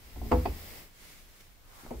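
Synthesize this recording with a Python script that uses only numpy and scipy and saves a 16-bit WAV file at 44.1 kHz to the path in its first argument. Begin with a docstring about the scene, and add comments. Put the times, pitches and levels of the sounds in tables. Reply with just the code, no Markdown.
"""A small, quiet bedroom, with a stereo microphone close to a wooden closet door.
Clothes stir, and the door, pulled, bumps in its frame. At 0.3 s it pops free with a low thump that
rings the wood and the room; then its latch knocks. Its lower edge brushes over the carpet until
about 0.9 s. Cloth rustles faintly over the room's rumble and hiss, and near 1.9 s a foot slides
and thuds softly on the floorboards."""
import sys
import numpy as np
from scipy import signal
from scipy.io import wavfile
from scipy.ndimage import uniform_filter1d

SR = 44100
rng = np.random.default_rng(int(sys.argv[2]) if len(sys.argv) > 2 else 0)


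def transcribe(u):
    """Save the signal u as a 16-bit wav file named by the first command-line argument.

    u: samples, shape (n,) or (channels, n), limited to [-1, 1]; the rate is SR.
    q: integer samples, one column per channel.
    """
    v = np.clip(np.atleast_2d(u).T, -1, 1)
    q = np.round(v * 32767).astype(np.int16)
    wavfile.write(sys.argv[1], SR, q)


N = 88200
TIME = np.arange(N) / SR


# The pop as the door comes free. Each row: start in seconds, level in dB, contact brightness in Hz.
DOOR_BLOWS = [(.316, 0, 5940)]
# The leaf's modes. Each row: pitch in Hz, level in dB, t60 in seconds, left minus right in dB.
DOOR_MODES = [(113, -27.5, .3, 2), (150, -32, 0.47, 5), (182.6, -37.5, 0.64, -2),
              (238.3, -21.5, 0.25, -0.5), (250.8, -22.5, 0.27, 1), (284, -29.5, 0.23, 9),
              (322, -27, 0.33, 2), (342, -30, .2, -4), (426, -25, 0.17, 11), (498.5, -18.5, 0.25, 4),
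              (579, -24, 0.073, 0), (693, -23.5, 0.112, -14.5), (740, -24.5, 0.081, -2),
              (836.5, -22, 0.13, -3), (926, -20.5, .11, -7.5), (1020.5, -26, 0.044, 14),
              (1099, -23.5, 0.059, -10), (1130, -30.5, 0.059, -14), (1223, -44, 0.086, -6.5),
              (1330, -32, .09, -4), (2080, -47, .12, -12), (4710, -44.5, 0.092, -6)]
# Its crowd of weaker resonances. Each row: frequency in Hz, relative level in dB.
DOOR_CLATTER = [(100, -4.5), (200, -5.5), (350, -3), (700, -4.5), (1150, -8), (1600, -15.5), (2500, -20.5),
                (4700, -40), (7000, -24.5), (14000, -44)]

def door_pop():
    """Close to the microphone, the door pops free and its whole leaf rings."""
    return struck(DOOR_BLOWS, DOOR_MODES, DOOR_CLATTER, clatter_db=-25, t60_s=.12, tail_db=-13)


# The latch's knock. Each row: start in seconds, level in dB, contact brightness in Hz.
LATCH_BLOWS = [(.4545, 3.5, 8300)]
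# Its modes. Each row: pitch in Hz, level in dB, t60 in seconds, left minus right in dB.
LATCH_MODES = [(285, -41.5, 0.32, 3), (385, -33, 0.13, 4), (415.4, -36.5, .15, -10),
               (721, -26.5, 0.065, 0.5), (790, -28.5, 0.068, -4), (880, -27.5, 0.06, -3),
               (1084, -36.5, 0.046, -13), (1983, -45, 0.051, -16), (2350, -50.5, 0.1, -13),
               (2540, -50.5, 0.18, -13), (4700, -53.5, 0.14, -6)]
# Its weaker resonances. Each row: frequency in Hz, relative level in dB.
LATCH_CLATTER = [(100, 0), (400, 1.5), (850, -1), (1400, -15.5), (2400, -14.5), (3600, -18), (5500, -31),
                 (12000, -40)]

def latch_knock():
    """One hard contact rings the latch, its high modes to the right of the microphone."""
    return struck(LATCH_BLOWS, LATCH_MODES, LATCH_CLATTER, clatter_db=-36.5, t60_s=.15, tail_db=-20)


# Bumps in the frame, the last a soft scrape just before the pop. 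Each row: start in seconds, level in dB,
# contact brightness in Hz.
FRAME_BLOWS = [(.1595, -3.5, 3500), (.213, 1.5, 890), (.249, -1, 900), (.3075, -4, 2500)]
# The frame's modes. Each row: pitch in Hz, level in dB, t60 in seconds, left minus right in dB.
FRAME_MODES = [(107, -39, .25, 10), (168, -56, 0.22, 0), (227.6, -44.5, 0.75, 1), (286.5, -40, 0.22, 1),
               (359, -46, 0.16, 2), (423, -50, 0.48, 2), (736, -44, 0.11, -4)]
# Its weaker resonances. Each row: frequency in Hz, relative level in dB.
FRAME_CLATTER = [(100, -6), (300, -9.5), (500, -9), (900, -7), (1300, -25), (4000, -32)]

def frame_bumps():
    """The door strains and bumps dully against its frame, then scrapes softly just before it gives."""
    return struck(FRAME_BLOWS, FRAME_MODES, FRAME_CLATTER, clatter_db=-44.5, t60_s=.06, tail_db=-9)


# Wood snapping on wood. Each row: start in seconds, level in dB, pitch in Hz, t60 in seconds.
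SNAPS = [(0.1606, -44, 900, 0.011), (.2165, -40, 740, 0.027), (0.3148, -16.5, 408, 0.0076),
         (0.3208, -18.5, 1000, 0.013), (0.3284, -18.5, 580, 0.015), (0.4592, -19.5, 723, 0.015),
         (1.835, -40, 275, 0.018), (1.851, -35.5, 273, 0.018), (1.8642, -29.5, 714, 0.0036)]

def wood_snaps():
    """Wood catches on wood in dry snaps, dead centre, each gone within a few cycles."""
    return sum(from_db(db) * np.sin(-2 * np.pi * hz * since(s)) * decay(since(s), t60_s)
               for s, db, hz, t60_s in SNAPS)


# Flexing panels. Each row: start in seconds, peak in dB, pitch in Hz, time to the peak in seconds.
BOOMS = [(.14, -38, 61.9, 0.055), (0.197, -28, 61, 0.026), (0.251, -32.5, 60.5, 0.013),
         (0.324, -21.5, 60.2, 0.039), (.482, -29.5, 57.4, 0.022), (1.883, -41.5, 40.6, 0.0094),
         (1.946, -36.5, 58.7, .028)]
ROOM_HZ, ROOM_DB, ROOM_RISE_S, ROOM_T60_S = 80.5, -22, .02, .66   # the bedroom's bass resonance

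def panel_booms():
    """Door and floor flex and push the air in slow cycles; after the pop the room hums on."""
    out = np.zeros(N)
    for s, db, hz, peak_s in BOOMS:
        age = since(s) / peak_s
        envelope = (age * np.exp(1 - age)) ** 2
        out += from_db(db) * envelope * np.sin(2 * np.pi * hz * since(s))
    for s, db, _ in DOOR_BLOWS:
        envelope = fade(since(s), ROOM_RISE_S, ROOM_T60_S)
        out += from_db(db + ROOM_DB) * envelope * np.sin(2 * np.pi * ROOM_HZ * since(s))
    return out


# A foot settling. Each row: start in seconds, level in dB, contact brightness in Hz.
STEP_BLOWS = [(1.862, -14, 1500), (1.9065, 2, 2000)]
# The floorboards' modes. Each row: pitch in Hz, level in dB, t60 in seconds, left minus right in dB.
FLOOR_MODES = [(239.6, -31, 0.12, 1), (304, -54, 0.23, -1), (437, -48.5, 0.46, 4), (525, -42, 0.076, 20),
               (619, -44, .1, -2), (652, -36.5, 0.09, -2), (752, -43, 0.096, -4), (916, -34.5, .05, 0)]
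# Their weaker resonances, then the slide's colour. Each row: frequency in Hz, relative level in dB.
FLOOR_CLATTER = [(100, 5.5), (180, -8), (280, 8.5), (800, -1), (1300, -19), (2500, -13), (6000, -38)]
SLIDE_COLOUR = [(200, -23), (550, -0.5), (800, 4.5), (1200, 4.5), (1500, 3), (2300, -23), (4000, -22)]

def footfall():
    """Down at floor level a foot slides, then thuds on the boards."""
    slide = from_db(-57) * swell(middle_s=1.814, half_s=.092) * noise(SLIDE_COLOUR)
    thud = struck(STEP_BLOWS, FLOOR_MODES, FLOOR_CLATTER, clatter_db=-41.5, t60_s=.25, tail_db=-19)
    return slide + thud


# The brushing over the swing. Each row: time in seconds, level in dB.
BRUSH_LEVEL = [(0, -63), (.13, -56.5), (.22, -54), (.33, -49), (.5, -49.5), (.65, -47.5), (.79, -48),
               (.83, -52), (.88, -58.5), (.95, -77)]
# Its colour. Each row: frequency in Hz, relative level in dB.
BRUSH_COLOUR = [(200, 6.5), (400, 6), (800, 2), (1400, -3), (2100, -1), (2900, -1.5), (4000, -3.5),
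                (5000, -4.5), (6200, -6), (7700, -6.5), (9500, -7), (12500, -4), (15000, 0)]
# Narrow resonances, perhaps the microphone's, that colour the hiss.
# Each row: centre in Hz, width in Hz, gain of the added band in dB.
PEAKS_ON_BRUSH = [(2020, 270, 0.5), (4990, 430, -2), (8070, 460, -9)]

def carpet_brush():
    """The door's lower edge drags over the carpet with a fine hiss that follows the swing."""
    return gain_curve(BRUSH_LEVEL) * resonate(noise(BRUSH_COLOUR), PEAKS_ON_BRUSH)


# Rustles. Each row: middle and half-length in seconds, level in dB, tilt in dB per octave.
RUSTLES = [(0.067, 0.078, -60, -1), (1.039, 0.075, -55.5, -0.05), (1.167, 0.073, -58.5, 0.1),
           (1.391, 0.086, -59.5, -0.3), (1.409, 0.0032, -57, 0.5), (1.78, 0.075, -59, 0.4),
           (1.968, 0.12, -60, 1.5)]
# The cloth's colour. Each row: frequency in Hz, relative level in dB.
CLOTH_COLOUR = [(200, 2.5), (500, -0.5), (1100, -3), (1500, -1.5), (2200, -3), (3200, -2), (5000, -2.5),
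                (7000, -4.5), (10000, -5.5), (15000, -5.5)]
# A narrow resonance, perhaps the microphone's, that colours the rustle.
# Each row: centre in Hz, width in Hz, gain of the added band in dB.
PEAKS_ON_RUSTLE = [(2140, 390, 1)]
CLOTH_GRAIN_DB, CLOTH_GRAIN_PER_S = 0.6, 50

def clothes():
    """Cloth slides over cloth in slightly grainy swells, faint at the microphone."""
    grain = rms_one(uniform_filter1d(rng.standard_normal(N), int(SR / CLOTH_GRAIN_PER_S)))
    swells = np.array([from_db(db) * swell(s, half_s) for s, half_s, db, _ in RUSTLES])
    tilts = np.array(RUSTLES)[:, -1]
    rustle = 0
    for hz, band in zip(*noise_bands(CLOTH_COLOUR)):
        octaves = np.log2(max(hz, 500) / 3000)   # the tilt pivots at 3 kHz and is flat below 500 Hz
        envelope = from_db(tilts * octaves) @ swells
        rustle += band * lean(hz) * envelope
    return resonate(rustle, PEAKS_ON_RUSTLE) * from_db(CLOTH_GRAIN_DB * grain)


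# The rumble's rise and fall. Each row: time in seconds, level in dB.
RUMBLE_LEVEL = [(0, -55), (.3, -45.5), (.7, -52), (1.0, -58.5), (1.6, -58), (2.0, -50.5)]
# The colours of rumble and hiss. Each row: frequency in Hz, relative level in dB.
RUMBLE_COLOUR = [(20, 3.5), (45, -4.5), (80, -9.5), (150, -19.5), (400, -32.5), (1500, -52)]
HISS_COLOUR = [(100, 4.5), (300, 6), (700, 4), (1500, 2), (3000, 1), (6000, -3), (10000, -6), (15000, -2)]

def room_tone():
    """All around the microphone, a low rumble swells and sinks under a steady, faint hiss."""
    rumble = gain_curve(RUMBLE_LEVEL) * noise(RUMBLE_COLOUR)
    hiss = from_db(-62.5) * noise(HISS_COLOUR)
    return rumble + hiss


BUILD_CYCLES, CLATTER_RISE_S = 2.8, 0.001   # resonances take a moment to build
SPREAD_S = 0.00018   # each mode reaches the microphone's two sides this far apart
TAIL_T60_S = 0.51   # the bedroom's reverberation

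def struck(blows, modes, clatter, clatter_db, t60_s, tail_db):
    """Blows ring a body's modes, its clatter (t60_s at 1 kHz) and the room (tail_db re the clatter)."""
    response = 0
    for k, (hz, db, ring_s, side_db) in enumerate(modes):
        arrival = TIME + (-1) ** k * SPREAD_S * np.array([[.5], [-.5]])
        envelope = fade(TIME, BUILD_CYCLES / hz, ring_s)
        response += from_db(db) * pan(side_db) * envelope * np.sin(2 * np.pi * hz * arrival)
    room_tail = from_db(tail_db) * fade(TIME, CLATTER_RISE_S, TAIL_T60_S)
    for hz, band in zip(*noise_bands(clatter)):
        ring = fade(TIME, CLATTER_RISE_S, t60_s * (1000 / hz) ** .41)   # lows last longer
        response += from_db(clatter_db) * lean(hz) * band * (ring + room_tail)
    force = np.zeros(N)
    for s, db, hz in blows:
        impulse = from_db(db) * signal.unit_impulse(N, int(s * SR))
        softness = signal.butter(2, hz, fs=SR, output="sos")
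        force += signal.sosfilt(softness, impulse + 1e-18)
    return signal.fftconvolve(response, force[None], axes=1)[:, :N]


# Diffuse sound at the microphone. Each row: frequency in Hz, left-right likeness from 0 to 1.
LIKENESS = [(60, 0.6), (150, 0.64), (300, 0.88), (600, 0.34), (1100, 0.081), (2200, 0.074), (12000, 0)]

def noise_bands(colour):
    """Third-octave bands of stereo noise, together of rms 1; returns centres in Hz and bands."""
    edges = np.geomspace(18, 17000, 31)
    centres = np.sqrt(edges[1:] * edges[:-1])
    white = rng.standard_normal((2, 2, N + SR // 4))
    bands = []
    for k, hz in enumerate(centres):
        bandpass = signal.butter(2, edges[k:k + 2], "band", fs=SR, output="sos")
        mid, side = signal.sosfilt(bandpass, white[k % 2])[:, -N:]
        alike = at_hz(LIKENESS, hz)
        stereo = np.sqrt(1 + alike) * mid + np.sqrt(1 - alike) * side * [[1], [-1]]
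        bands.append(from_db(at_hz(colour, hz)) * stereo)
    bands = np.array(bands)
    return centres, bands / bands.sum(axis=0).std()


# The balance of diffuse sound. Each row: frequency in Hz, left minus right in dB.
LEAN = [(100, -0.5), (500, 2.5), (1000, 2), (2200, -3), (4500, 2.5), (8000, -2), (13000, 2)]

def lean(hz):
    """Left and right gains of a diffuse band at the microphone."""
    return pan(at_hz(LEAN, hz))


def noise(colour):
    """Steady coloured stereo noise."""
    return sum(band * lean(hz) for hz, band in zip(*noise_bands(colour)))


def resonate(x, peaks):
    """Add narrow resonances to a sound."""
    return x + sum(from_db(db) * signal.lfilter(*signal.iirpeak(hz, hz / width, fs=SR), x)
                   for hz, width, db in peaks)


def from_db(db):
    """Decibels to gain."""
    return 10 ** (np.asarray(db) / 20)


def rms_one(x):
    """Scale to unit rms."""
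    return x / np.sqrt(np.mean(x ** 2) + 1e-20)


def at_hz(points, hz):
    """Read a table on a log-frequency axis."""
    freqs, values = np.transpose(points)
    return np.interp(np.log(hz), np.log(freqs), values)


def gain_curve(points):
    """Gain over time from rows of seconds and dB."""
    return from_db(np.interp(TIME, *np.transpose(points)))


def pan(db):
    """Left and right gains for a level difference."""
    return from_db(np.array([[db], [-db]]) / 2)


def since(s):
    """Seconds since a moment, zero before it."""
    return np.maximum(TIME - s, 0)


def decay(t, t60_s):
    """A fall of 60 dB every t60_s."""
    return np.exp(-np.log(1000) * t / t60_s)


def fade(t, rise_s, t60_s):
    """A quick rise and an exponential decay."""
    return (1 - np.exp(-t / rise_s)) * decay(t, t60_s)


def swell(middle_s, half_s):
    """A bell-shaped rise and fall."""
    return np.exp(-.5 * ((TIME - middle_s) / half_s) ** 2)


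def scene():
    """Door, carpet, clothes and footfall over the still bedroom."""
    still = room_tone()
    door = frame_bumps() + door_pop() + latch_knock()
    return door + wood_snaps() + panel_booms() + carpet_brush() + clothes() + footfall() + still


CUTOFF_HZ = 15680

def record(dry):
    """The microphone's signal is cut steeply at the top of the treble."""
    return signal.sosfilt(signal.ellip(12, .2, 80, CUTOFF_HZ, fs=SR, output="sos"), dry)


dry = scene()
out = record(dry)
transcribe(out)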